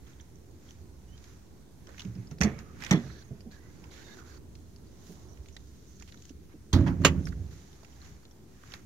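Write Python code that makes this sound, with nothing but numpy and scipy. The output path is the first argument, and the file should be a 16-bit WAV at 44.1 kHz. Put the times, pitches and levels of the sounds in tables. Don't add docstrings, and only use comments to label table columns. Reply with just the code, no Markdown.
import sys
import numpy as np
from scipy import signal
from scipy.fft import rfft, irfft
from scipy.io import wavfile
from scipy.ndimage import uniform_filter1d

SR = 44100
rng = np.random.default_rng(int(sys.argv[2]) if len(sys.argv) > 2 else 0)


def waveform_to_disk(signal):
    frames = np.transpose(np.atleast_2d(signal))
    scaled = np.clip(frames, -1, 1) * 32767
    samples = np.round(scaled).astype(np.int16)
    wavfile.write(sys.argv[1], SR, samples)


def undo_db(level):
    steps = np.asarray(level, float) / 20
    return 10 ** steps


N = 390285


def evened(x):
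    return x / np.sqrt(np.mean(x ** 2) + 1e-20)


def read(points, hz):
    f, value = np.transpose(points)
    return np.interp(np.log(hz + 1), np.log(f + 1), value)


def over_time(points):
    return np.interp(np.arange(N) / SR, *np.transpose(points))


def add(mix, s, sound):
    part = mix[:, round(s * SR):][:, :sound.shape[1]]
    part += sound[:, :part.shape[1]]


def panned(pan_db):
    return undo_db(np.array([pan_db / 2, -pan_db / 2]))


def coloured(x, tone):
    size = x.shape[-1]
    gain = undo_db(read(tone, np.fft.rfftfreq(size, 1 / SR)))
    return evened(irfft(rfft(x) * gain, size))


def pair(size, same):
    a, b = rng.standard_normal((2, size))
    same = np.clip(same, 0, 1)
    return np.array([a, same * a + np.sqrt(1 - same ** 2) * b])


def resonate(x, hz, width):
    turn = np.exp(2j * np.pi * np.cumsum(hz * np.ones(x.shape[-1])) / SR)
    r = np.exp(-np.pi * width / SR)
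    return 2 * (turn * signal.lfilter([1 - r], [1, -r], x / turn)).real


def resonate_twice(x, hz, width):
    return resonate(resonate(x, hz, width), hz, width)


def rung(modes, t, spread):
    hz, db, t60 = np.transpose(modes)[:, :, None]
    detune, strength = spread * rng.standard_normal((2, len(modes), 1))
    level = undo_db(db + 30 * strength - 60 * t / t60)
    return -(level * np.sin(2 * np.pi * hz * (1 + detune) * t)).sum(0)


def dying(burst, t, t60, rise):
    shape = undo_db(-60 * t / t60) * np.minimum(t / rise, 1)
    return evened(burst * shape) * np.sqrt(np.mean(shape ** 2))


def ports(x, pan_db):
    paths = np.zeros(24)
    paths[rng.integers(0, 24, size=9)] = rng.choice([-1., 1.], size=9) / 3
    paths = evened(paths - paths.mean()) / 5
    treble = signal.sosfilt(signal.butter(2, 700, "high", fs=SR, output="sos"), x[1])
    side = 1.05 * np.convolve(treble, paths)[:len(treble)]
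    return np.array([x[0] + side, x[0] - side]) * panned(pan_db)[:, None]


# (time [s], left over right [dB])
CAMERA_TURN = [
    (3.8, -6),
    (4.15, -4),
    (5.8, -7.5),
    (6.1, -2),
]


def facing(share):
    return panned(share * over_time(CAMERA_TURN))


# (frequency [Hz], level per Hz [dB])
AIR_TONE = [(15, -66), (25, -27), (42, -9.5), (64, -1), (97, -11), (134, -10.5), (236, -15), (270, -16.5),
            (363, -16), (560, -30), (1520, -38.5), (1700, -45), (5880, -39.5), (7710, -42), (16000, -45.5)]
# (frequency [Hz], likeness [0 to 1])
AIR_LIKENESS = [(60, 0.73), (180, 0.86), (550, 0.36), (1650, 0), (15000, 0)]


def air():
    frames, hz = N // 256 + 5, np.fft.rfftfreq(1024, 1 / SR)
    a, b, c, d, patches = rng.standard_normal((frames, 513, 5)).T
    patches = uniform_filter1d(patches, size=12, axis=0)
    patches = evened(uniform_filter1d(patches, size=14, axis=1))
    same = np.clip(read(AIR_LIKENESS, hz), -1, 1)[:, None]
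    left = a + 1j * b
    z = np.array([left, same * left + np.sqrt(1 - same ** 2) * (c + 1j * d)])
    z *= undo_db(read(AIR_TONE, hz)[:, None] + 1.9 * patches)
    hush = signal.istft(z, nperseg=1024, noverlap=768)[1][:, :N]
    return undo_db(-55.0) * evened(hush) * facing(0.15)


# (time [s], level [dB])
TRAFFIC_SWELL = [(0.0, -55), (1.1, -52.5), (1.62, -61.5), (2.2, -50), (3.57, -54), (4.19, -56.5),
                 (4.58, -47.5), (4.9, -59), (5.3, -51.5), (5.72, -54), (6.5, -54), (7.76, -61.5),
                 (8.09, -49), (8.4, -66), (8.85, -52)]
# (frequency [Hz], level per Hz [dB])
RUMBLE_COLOUR = [(30, -13.5), (45, -5.5), (65, 7.5), (110, -5.5), (200, -12.5), (400, -25), (600, -62.5)]
# (time [s], level [dB])
ROAR_SWELL = [
    (0.0, -60),
    (3.5, -59),
    (4.15, -51.5),
    (4.65, -60.5),
    (5.3, -54.5),
    (5.8, -67),
    (6.6, -73),
    (7.7, -62.5),
]
# (frequency [Hz], level per Hz [dB])
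ROAR_COLOUR = [(110, -39.5), (170, -3), (380, 0.5), (520, -10.5), (1100, -17), (1500, -64.5)]


def traffic():
    low = coloured(pair(N, 0.9), RUMBLE_COLOUR) * undo_db(over_time(TRAFFIC_SWELL) - 1.0)
    roar = coloured(pair(N, 0.59), ROAR_COLOUR) * undo_db(over_time(ROAR_SWELL) - 4.5)
    return (low + roar) * facing(1.0)


# (start [s], peak [s], end [s], peak level [dB], hollow band against it [dB])
STEPS_AND_CLOTH = [(0.0, 0.08, 0.33, -66.5, 5.5), (0.55, 0.692, 0.87, -63, -2),
                   (1.013, 1.275, 1.53, -61.5, 1), (1.805, 2.01, 2.1, -56.5, 2),
                   (2.303, 2.315, 2.35, -56.5, 7.5), (2.56, 2.59, 2.7, -60.5, 13),
                   (2.66, 2.836, 3.41, -57.5, 10), (4.488, 4.554, 7.1, -79, -20),
                   (4.837, 5.083, 5.47, -60, -6.5), (6.99, 7.031, 7.1, -56, 8.5),
                   (7.195, 7.288, 7.3, -54.5, -9.5), (7.9, 8.05, 8.27, -57.5, 0.5),
                   (8.479, 8.75, 8.8, -56, 4.5)]
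# (start [s], end [s], level [dB], change by the end [dB], hollow band against it [dB])
SEAL_DRAGS = [(2.017, 2.3, -70.5, -5.5, 6.5), (2.443, 2.58, -60, -15, 14), (2.95, 3.235, -71, -2, -17),
              (3.511, 3.6, -60, -15, 1), (3.602, 3.91, -74, 5, 4), (3.91, 4.16, -58.5, -2, -1),
              (4.162, 4.21, -64, 5, -3), (4.152, 4.262, -65, -5, 3), (4.256, 4.385, -61.5, -3, -3),
              (5.424, 6.32, -76, 9.5, -15), (6.753, 7.033, -58.5, -20.5, 12), (7.05, 7.25, -60, -12.5, 9.5),
              (7.276, 7.55, -69, -3, 0.5), (7.505, 7.98, -62, -8, -2), (8.74, 8.851, -65, -10, 7)]


def motion():
    still_db, reach_db, grip_s = -71.5, -26.5, 0.0078
    t = np.arange(N) / SR
    gains = np.ones((2, N)) * undo_db(np.array([[still_db], [still_db + 2.5]]))
    for start, peak, end, db, hollow_db in STEPS_AND_CLOTH:
        now = t[round(start * SR):round(end * SR)]
        swell_db = np.interp(now, [start, peak, end], [reach_db, 0, reach_db])
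        add(gains, start, undo_db(db + swell_db + np.array([[0], [hollow_db]])))
    for start, end, db, sag_db, hollow_db in SEAL_DRAGS:
        now = t[round(start * SR):round(end * SR)]
        grip = np.clip(np.minimum(now - start, end - now) / grip_s, 0, 1)
        sagging_db = sag_db * (now - start) / (end - start)
        add(gains, start, grip * undo_db(db + sagging_db + np.array([[0], [hollow_db]])))
    return gains


# (frequency [Hz], level per Hz [dB])
FIZZ_TONE = [(1410, -38.5), (2400, -16.5), (2770, -8), (3660, -4), (5180, -5), (5980, -0.5), (7010, -2),
             (8210, -22), (13900, -17.5), (16000, -29)]


def rustle():
    fizz_gain, hollow_gain = motion()
    slips = undo_db(1.3 * np.minimum(rng.exponential(1, N), 5)) * (rng.random(N) < 900 / SR)
    grit = undo_db(5.4 * np.minimum(rng.exponential(1, N), 3)) * (rng.random(N) < 25 / SR)
    grit = signal.lfilter([1], [1, -np.exp(-1 / 110)], grit)
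    clumps = 3.3 + evened(uniform_filter1d(slips, size=90)) + 0.72 * grit
    rub = pair(N, 0.087) * evened(clumps)
    fizz = coloured(rub, FIZZ_TONE)
    hollow = evened(resonate_twice(rub, 1490, 1780))
    return undo_db(-2.5) * (fizz_gain * fizz + hollow_gain * undo_db(-3.5) * hollow) * panned(-4.0)[:, None]


# (frequency [Hz], level per Hz [dB])
SNAP_TONE = [(700, -7.5), (1300, -9), (2500, -2), (5000, -3), (6500, -1.5), (8000, -18.5), (16000, -27)]
# (pitch [Hz], left over right [dB])
SIDE_BY_PITCH = [(1400, -11.5), (3200, -2.5), (6000, -1)]


def tick(s, db, hz, snap, width):
    t = np.arange(3000) / SR
    burst = pair(len(t), 0.88)
    broad = dying(coloured(burst, SNAP_TONE), t, 0.023, 0.00041)
    ring = dying(resonate_twice(burst, hz, width), t, 0.037, 0.00063)
    sound = snap * broad + (1.3 - snap) * ring
    return s, ports(undo_db(db - 9.0) * sound, read(SIDE_BY_PITCH, hz))


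# (time [s], peak level [dB], pitch [Hz])
SMALL_PARTS = [(0.066, -56, 3514), (0.0972, -54, 6200), (0.133, -55, 3400), (0.198, -47.5, 3400),
               (0.2086, -44, 6030), (0.3556, -54, 6000), (0.5097, -56, 6640), (0.6882, -48, 3280),
               (1.891, -42.5, 600), (1.945, -48, 1500), (2.152, -50.5, 5100), (2.271, -49, 5000),
               (2.4321, -19.5, 6000), (2.433, -27, 4470), (2.9103, -17, 6050), (2.911, -22, 3400),
               (3.207, -57, 4540), (3.224, -51.5, 4380), (3.512, -49, 4300), (4.372, -55, 4600),
               (4.87, -56, 4520), (2.5893, -48, 6260), (8.635, -45.5, 1350), (2.4117, -20, 1900),
               (7.2694, -38, 1480), (6.1229, -46.5, 1700), (6.009, -48, 1600), (6.011, -52, 5600),
               (7.254, -35.5, 5600), (7.271, -43, 4960), (7.323, -41.5, 1610), (7.4625, -56.5, 4360),
               (7.5133, -55, 3920), (7.73, -55, 3500), (7.832, -43, 546), (7.927, -54.5, 2980),
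               (8.0154, -46, 4200), (8.022, -47, 1250), (8.06, -55.5, 2200), (8.2295, -56, 1180),
               (8.31, -52.5, 5630), (6.293, -44, 5950)]


def small_parts(mix):
    for s, db, hz in SMALL_PARTS:
        add(mix, *tick(s, db, hz, snap=0.37, width=720))


# (time [s], peak level [dB], pitch [Hz])
SECOND_VOICES = [(5.5655, -40, 3900), (5.485, -50.5, 2900), (6.7292, -26.5, 3300), (6.7305, -22.5, 6200),
                 (6.878, -37.5, 3200), (3.839, -52, 2400), (3.839, -53, 5400), (2.152, -56, 2600),
                 (8.231, -57, 4500), (8.311, -58, 3400), (0.199, -52, 1800), (3.1, -41, 1450),
                 (7.016, -40, 945), (7.189, -48, 1130), (2.4125, -27, 6200), (2.442, -31, 6500),
                 (7.287, -49, 4800)]


def second_voices(mix):
    for s, db, hz in SECOND_VOICES:
        add(mix, *tick(s, db, hz, snap=0.27, width=860))


# (time [s], peak level [dB], pitch [Hz])
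GRIT_AND_HANDLE = [(0.7072, -41.5, 6230), (1.1772, -48, 3480), (1.2403, -44.5, 6240), (1.87, -43.5, 5930),
                   (1.981, -39, 2400), (1.995, -31, 3120), (2.0044, -33, 3120), (2.018, -38, 3480),
                   (2.049, -41.5, 2400), (2.312, -42, 6050), (2.3845, -42.5, 5000), (2.589, -38, 1310),
                   (2.822, -34, 1940), (2.837, -28, 2010), (2.8478, -31, 6100), (2.846, -32, 2300),
                   (2.864, -30, 1890), (3.406, -45.5, 5100), (3.84, -46, 1380), (4.553, -44, 4300),
                   (4.7611, -47, 4700), (8.252, -48, 4080), (8.7197, -39.5, 2505), (8.738, -29, 2060)]


def grit_and_handle(mix):
    for s, db, hz in GRIT_AND_HANDLE:
        add(mix, *tick(s, db, hz, snap=0.85, width=1240))


def squeak(start, end, first_hz, last_hz, width, db):
    size = round((end - start) * SR)
    waver = evened(uniform_filter1d(rng.standard_normal(size), size=600))
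    hz = np.linspace(first_hz, last_hz, size) + min(width / 4, 30) * waver
    rub = evened(resonate_twice(pair(size, 0.23), hz, width))
    grip = signal.windows.tukey(size, .15)
    return start, undo_db(db + 2.0 * waver[::-1]) * rub * grip * panned(-10.5)[:, None]


# (start [s], end [s], first pitch [Hz], last pitch [Hz], level [dB])
CHIRPS = [
    (1.07, 1.165, 2830, 3150, -74.5),
    (1.055, 1.14, 5480, 6100, -77),
    (7.905, 7.932, 5800, 5240, -73),
]


def chirps(mix):
    for start, end, first_hz, last_hz, db in CHIRPS:
        add(mix, *squeak(start, end, first_hz, last_hz, 30, db))


# (start [s], end [s], centre [Hz], width [Hz], level [dB])
BREATHY_RASPS = [(2.93, 2.985, 3400, 500, -56), (3.0, 3.235, 5900, 610, -72), (3.05, 3.2, 4400, 640, -72),
                 (3.278, 3.296, 6150, 150, -70), (2.175, 2.245, 2320, 400, -75),
                 (1.868, 1.91, 1440, 700, -68), (1.875, 1.93, 550, 410, -66),
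                 (3.91, 4.05, 1800, 900, -66.5), (4.06, 4.16, 1400, 1100, -67),
                 (4.06, 4.15, 4200, 1000, -67.5), (3.7, 3.9, 155, 60, -64.5), (1.3, 2.4, 158, 71, -65.5),
                 (5.52, 5.56, 6000, 900, -67), (5.86, 5.99, 6200, 900, -71.5), (7.55, 8.5, 700, 520, -75),
                 (7.24, 7.295, 10000, 6000, -70), (2.445, 2.49, 365, 50, -46)]


def rasps(mix):
    for start, end, hz, width, db in BREATHY_RASPS:
        add(mix, *squeak(start, end, hz, hz, width, db))


# (start [s], end [s], centre [Hz], width [Hz], level [dB])
MORE_SCUFFS = [(1.864, 1.953, 550, 3100, -66), (2.8, 2.909, 1700, 4500, -53),
               (2.993, 3.241, 3800, 1300, -68.5), (3.03, 3.235, 4800, 320, -77),
               (6.49, 6.54, 1200, 1600, -70), (4.27, 4.38, 4500, 600, -71), (5.17, 5.4, 1260, 300, -81),
               (2.46, 2.6, 2230, 430, -62.5), (2.82, 2.875, 2000, 600, -50.5),
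               (2.997, 3.237, 1500, 650, -67.5), (3.511, 3.567, 4200, 1300, -67.5),
               (3.9, 4.04, 3550, 2200, -65), (4.168, 4.231, 1410, 360, -60), (4.238, 4.389, 1400, 770, -68),
               (5.283, 5.337, 5940, 402, -68.5), (5.148, 5.419, 885, 650, -74),
               (5.032, 5.15, 11100, 11000, -70), (6.075, 6.104, 2800, 4100, -62.5), ]


def scuffs(mix):
    for start, end, hz, width, db in MORE_SCUFFS:
        add(mix, *squeak(start, end, hz, hz, width, db))


# (time [s], level [dB])
SHUDDERS = [
    [(2.0, -64), (2.276, -70), (2.472, -30), (2.668, -48.5), (2.886, -49), (3.056, -37.5), (3.354, -76),
     (3.6, -66)],
    [(6.74, -53), (6.79, -54), (6.91, -23), (6.98, -33.5), (7.08, -28), (7.316, -34.5), (7.518, -41),
     (7.75, -64.5)],
]
# (pitch [Hz], level [dB], time to die by 60 dB [s])
DOOR_PANELS = [(125.6, -19.5, 0.7), (163, -2.5, 0.19), (216.2, -8, 0.283), (300, -12, 0.21),
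               (382, -11, 0.2), (434.5, -14.5, 0.23), (490.6, -19.5, 0.14), (634, -20.5, 0.17),
               (696, -21.5, 0.21)]
# (pitch [Hz], level [dB], time to die by 60 dB [s])
BODY_PANELS = [(57, -11, 0.17), (90, -3.5, 0.44), (122.4, -6, 0.36), (157.2, 4, 0.16), (182.6, -5.5, 0.53),
               (239.3, -14, 0.65), (266.9, -3.5, 0.28), (308, -12.5, 0.39), (340.3, -11, 0.33),
               (391, -20, 0.24), (555, -23, 0.41), (629, -23.5, 0.23)]


def shudder(rows, panels, width, boom_db):
    s, db = np.transpose(rows)
    t = np.arange(s[0], s[-1], 1 / SR)
    knocks = pair(len(t), 0.89)
    hum = sum(undo_db(level_db) * resonate_twice(knocks, hz, width) for hz, level_db, _ in panels)
    boom = undo_db(boom_db) * coloured(knocks, RUMBLE_COLOUR)
    level = undo_db(np.interp(t, s, db) - 9.0) * signal.windows.tukey(len(t), .05)
    return s[0], level * (evened(hum) + boom) * panned(-4.5)[:, None]


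def shudders(mix):
    add(mix, *shudder(SHUDDERS[0], DOOR_PANELS, width=62, boom_db=-6.0))
    add(mix, *shudder(SHUDDERS[1], BODY_PANELS, width=51, boom_db=1.0))


def blow(row, panels):
    s, db, hz, t60, panels_db = row
    t = np.arange(30000) / SR
    nearest = rung([(hz, 0, t60), (1.5 * hz, -14, t60)], t, 0)
    sound = nearest + undo_db(panels_db) * rung(panels, t, 0.037)
    return s, undo_db(db) * (1 - np.exp(-t / 0.003)) * sound * panned(-5.5)[:, None]


# (time [s], peak level [dB], nearest panel's pitch [Hz],
# its time to die by 60 dB [s], other panels [dB])
DOOR_THUMPS = [(2.05, -29.5, 187.4, 0.19, -15.5), (2.155, -36, 184.2, 0.32, -8.5),
               (2.313, -34.5, 144, 0.15, -4.5), (2.4071, -13, 181, 0.077, -12),
               (2.441, -18.5, 224, 0.063, -7), (2.45, -16.5, 206, 0.11, -8),
               (2.9125, -10, 184.5, 0.15, -4.5), (3.308, -30.5, 133.5, 0.12, -7),
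               (3.46, -36.5, 226, 0.1, -6), (5.092, -45, 176, 0.11, 3), (6.305, -32, 270, 0.038, -31),
               (6.54, -38.5, 300, 0.054, -8)]


def door_thumps(mix):
    for row in DOOR_THUMPS:
        add(mix, *blow(row, DOOR_PANELS))


# (time [s], peak level [dB], pitch [Hz], time to die by 60 dB [s])
DOOR_SWAYS = [
    (2.071, -30.5, 115.4, 0.3),
    (2.179, -27, 116.5, 0.17),
    (2.407, -19, 73.7, 0.23),
    (5.389, -23.5, 63, 0.09),
]


def door_sways(mix):
    t = np.arange(30000) / SR
    for s, db, hz, t60 in DOOR_SWAYS:
        swell = undo_db(db) * (1 - np.exp(-t * hz))
        add(mix, s, swell * rung([(hz, 0, t60)], t, 0) * panned(-3.5)[:, None])


def crack(row, tone, ring, ring_db, rattle_t60, pan_db):
    s, db, t60, low_db, rattle_db = row
    t = np.arange(16000) / SR
    tilt = [(2300, low_db), (3300, 0.0025)]
    burst = coloured(coloured(pair(len(t), 0.97), tone), tilt)
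    dull = coloured(np.roll(burst, 999), [(1500, 15.0), (2500, 6.5), (5000, -7), (8000, -12.5)])
    chatter = undo_db(3.5 * evened(uniform_filter1d(rng.standard_normal(len(t)), size=120)))
    snap = dying(burst * chatter ** 0.31, t, t60, 0.0024)
    rattle = undo_db(rattle_db) * dying(dull * chatter, t, rattle_t60, 0.0081)
    sound = snap + rattle + undo_db(ring_db) * rung(ring, t, 0.021)
    return s, ports(undo_db(db + max(low_db, 0) - 7.5) * sound, pan_db)


# (time [s], peak level [dB], time to die by 60 dB [s],
# lower band against it [dB], rattle after it [dB])
LATCH_CRACKS = [
    (2.406, -29, 0.025, -17, -13),
    (2.4114, -24.5, 0.061, 7.5, -8),
    (2.4323, -19.5, 0.025, -7, -10),
    (2.4437, -31.5, 0.068, 0.5, -2.5),
    (2.909, -18.5, 0.034, 4.5, -8),
    (2.9246, -25, 0.029, -11.5, -7),
    (2.934, -44.5, 0.05, 11, -6),
    (2.95, -53, 0.037, 6, -10),
]
# (frequency [Hz], level per Hz [dB])
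LATCH_COLOUR = [(240, -75), (400, -8), (994, -13), (1250, -9.5), (1460, -20.5), (1900, -5.5), (2670, -13),
                (3810, -17.5), (4380, -13), (4800, -19), (5960, -4.5), (7990, -24), (14400, -33),
                (16000, -31)]
# (pitch [Hz], level [dB], time to die by 60 dB [s])
LATCH_PARTS = [(1130, -27, 0.16), (1785, -29, 0.061), (2200, 3, 0.075), (3400, -8.5, 0.2),
               (4400, -1, 0.022), (5770, -21, 0.022)]


def latch(mix):
    for row in LATCH_CRACKS:
        add(mix, *crack(row, LATCH_COLOUR, LATCH_PARTS, ring_db=-15.5, rattle_t60=0.21, pan_db=-5.5))


# (start [s], end [s], first pitch [Hz], last pitch [Hz], level [dB])
SEAL_SQUEAKS = [(2.498, 2.751, 1290, 1190, -67.5), (3.508, 3.599, 1680, 1620, -66),
                (3.574, 3.731, 1850, 2100, -73.5), (3.625, 3.728, 1470, 1740, -73),
                (3.904, 3.994, 2070, 2240, -70), (4.03, 4.153, 3700, 3680, -67),
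                (3.94, 4.03, 1680, 1880, -67), (3.98, 4.04, 1400, 1640, -68), (4.08, 4.14, 2100, 2100, -67),
                (3.84, 3.9, 1430, 1300, -72), (3.835, 3.86, 920, 1020, -66), (3.72, 3.8, 3800, 4800, -81),
                (3.08, 3.19, 4150, 4300, -73), (3.06, 3.2, 1640, 1720, -66), (2.99, 3.12, 4000, 6300, -79),
                (3.235, 3.27, 6250, 6700, -72), (4.23, 4.33, 1300, 1700, -69),
                (4.064, 4.151, 1620, 1740, -61.5)]


def seal_squeaks(mix):
    for start, end, first_hz, last_hz, db in SEAL_SQUEAKS:
        add(mix, *squeak(start, end, first_hz, last_hz, 130, db))


# (time [s], peak level [dB], nearest panel's pitch [Hz], # its time
# to die by 60 dB [s], other panels [dB])
MORE_BLOWS = [
    (2.937, -21, 150, 0.11, -4),
    (6.738, -17, 149, .12, -15),
    (7.046, -22, 390, .07, -20),
    (2.938, -21.5, 313, .09, -20),
    (2.965, -23, 236, .14, -20),
    (3.035, -31, 129.6, .15, -18),
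]


def more_blows(mix):
    for row in MORE_BLOWS:
        add(mix, *blow(row, DOOR_PANELS))


# (time [s], peak level [dB], pitch [Hz])
FOOTWELL_CREAKS = [(5.3727, -52, 1490), (5.459, -46, 1860), (5.485, -45.5, 6940), (5.5655, -36.5, 1940),
                   (5.998, -43, 6030), (6.0225, -38, 2080), (6.1218, -41, 3800), (6.143, -48.5, 1490),
                   (6.173, -47.5, 3920), (6.221, -44.5, 6640), (6.2527, -42, 6740), (6.294, -45, 3020),
                   (7.2693, -42, 1450), (7.8471, -45.5, 1700)]


def footwell(mix):
    for s, db, hz in FOOTWELL_CREAKS:
        add(mix, *tick(s, db, hz, snap=0.85, width=1240))


# (time [s], peak level [dB],
# time to die by 60 dB [s], lower band against it [dB], rattle after it [dB])
LEVER_CRACKS = [
    (6.7287, -27.5, 0.13, -19.5, -9.5),
    (6.734, -29.5, 0.096, 6, -7),
    (6.8633, -39, 0.076, 7.5, -8),
    (6.8698, -38.5, 0.15, 8, -11),
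    (6.881, -44.5, 0.09, 5.5, -9.5),
]
# (frequency [Hz], level per Hz [dB])
LEVER_COLOUR = [(240, -32), (400, -4), (1040, -2.5), (1200, -4.5), (1440, -5.5), (2590, -14), (6150, -14),
                (8240, -32), (16000, -30.5)]
# (pitch [Hz], level [dB], time to die by 60 dB [s])
LEVER_PARTS = [(600, 1, .06), (990, 6.5, 0.056), (1390, -13, .05), (1940, -1.5, .1), (3360, -2, .04),
               (5060, -16, .05), (6500, -14, 0.027)]


def lever(mix):
    for row in LEVER_CRACKS:
        add(mix, *crack(row, LEVER_COLOUR, LEVER_PARTS, ring_db=-10.0, rattle_t60=0.33, pan_db=-5.5))


# (time [s], peak level [dB], nearest panel's pitch [Hz],
# its time to die by 60 dB [s], other panels [dB])
BODY_THUMPS = [
    (6.734, -10.5, 83, 0.1, -7.5),
    (6.756, -18, 98.2, 0.11, -5.5),
    (6.79, -19, 77.6, 0.26, -1.5),
    (6.865, -26.5, 135, 0.13, 1),
    (7.002, -20, 92, 0.091, -7),
    (7.047, -24.5, 164.6, 0.095, 3.5),
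    (7.11, -30.5, 156, 0.09, -0.5),
    (7.179, -24.5, 76.4, 0.13, -6.5),
    (7.399, -28.5, 85.8, 0.26, -21.5),
]


def body_thumps(mix):
    for row in BODY_THUMPS:
        add(mix, *blow(row, BODY_PANELS))


# (time [s], peak level [dB], time to die by 60 dB [s],
# lower band against it [dB], rattle after it [dB])
CATCH_CRACKS = [
    (7.038, -35.5, 0.043, 7, -17.5),
    (7.0477, -2.5, 0.074, -2, -29),
    (7.066, -23, 0.1, 6.5, -25),
]
# (frequency [Hz], level per Hz [dB])
CATCH_COLOUR = [(240, -40), (400, 3.5), (676, -12), (979, -7), (1140, -1), (1290, -7.5), (1870, -8),
                (2290, -10), (2880, -10), (4950, -18.5), (6640, -16.5), (8370, -33.5), (15300, -37),
                (16000, -47.5)]
# (pitch [Hz], level [dB], time to die by 60 dB [s])
CATCH_PARTS = [(1113, -25.5, 0.19), (1630, -28, 0.14), (1970, 2.5, 0.029), (2850, -2.5, 0.096),
               (4200, -1.5, 0.055), (5630, -21.5, 0.077), (6471, -18, 0.09)]


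def catch(mix):
    for row in CATCH_CRACKS:
        add(mix, *crack(row, CATCH_COLOUR, CATCH_PARTS, ring_db=-12.5, rattle_t60=0.31, pan_db=-5.0))


def scene():
    mix = air() + traffic() + rustle()
    for source in (small_parts, second_voices, grit_and_handle, chirps, rasps, scuffs, shudders,
                   door_thumps, door_sways, latch, seal_squeaks, more_blows, footwell, lever,
                   body_thumps, catch):
        source(mix)
    return mix


def band_limit(x):
    return signal.sosfilt(signal.butter(12, 15900, fs=SR, output="sos"), x)


def record(dry):
    cut = signal.sosfilt(signal.butter(4, 45, "high", fs=SR, output="sos"), dry)
    top_cut = signal.firwin(255, 15900, window=("kaiser", 8), fs=SR)
    cut = signal.oaconvolve(cut, top_cut[None], "same")
    finished = 0.95 * np.tanh(cut / 0.87) - .0012
    return band_limit(finished)


dry = scene()
out = record(dry)
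waveform_to_disk(out)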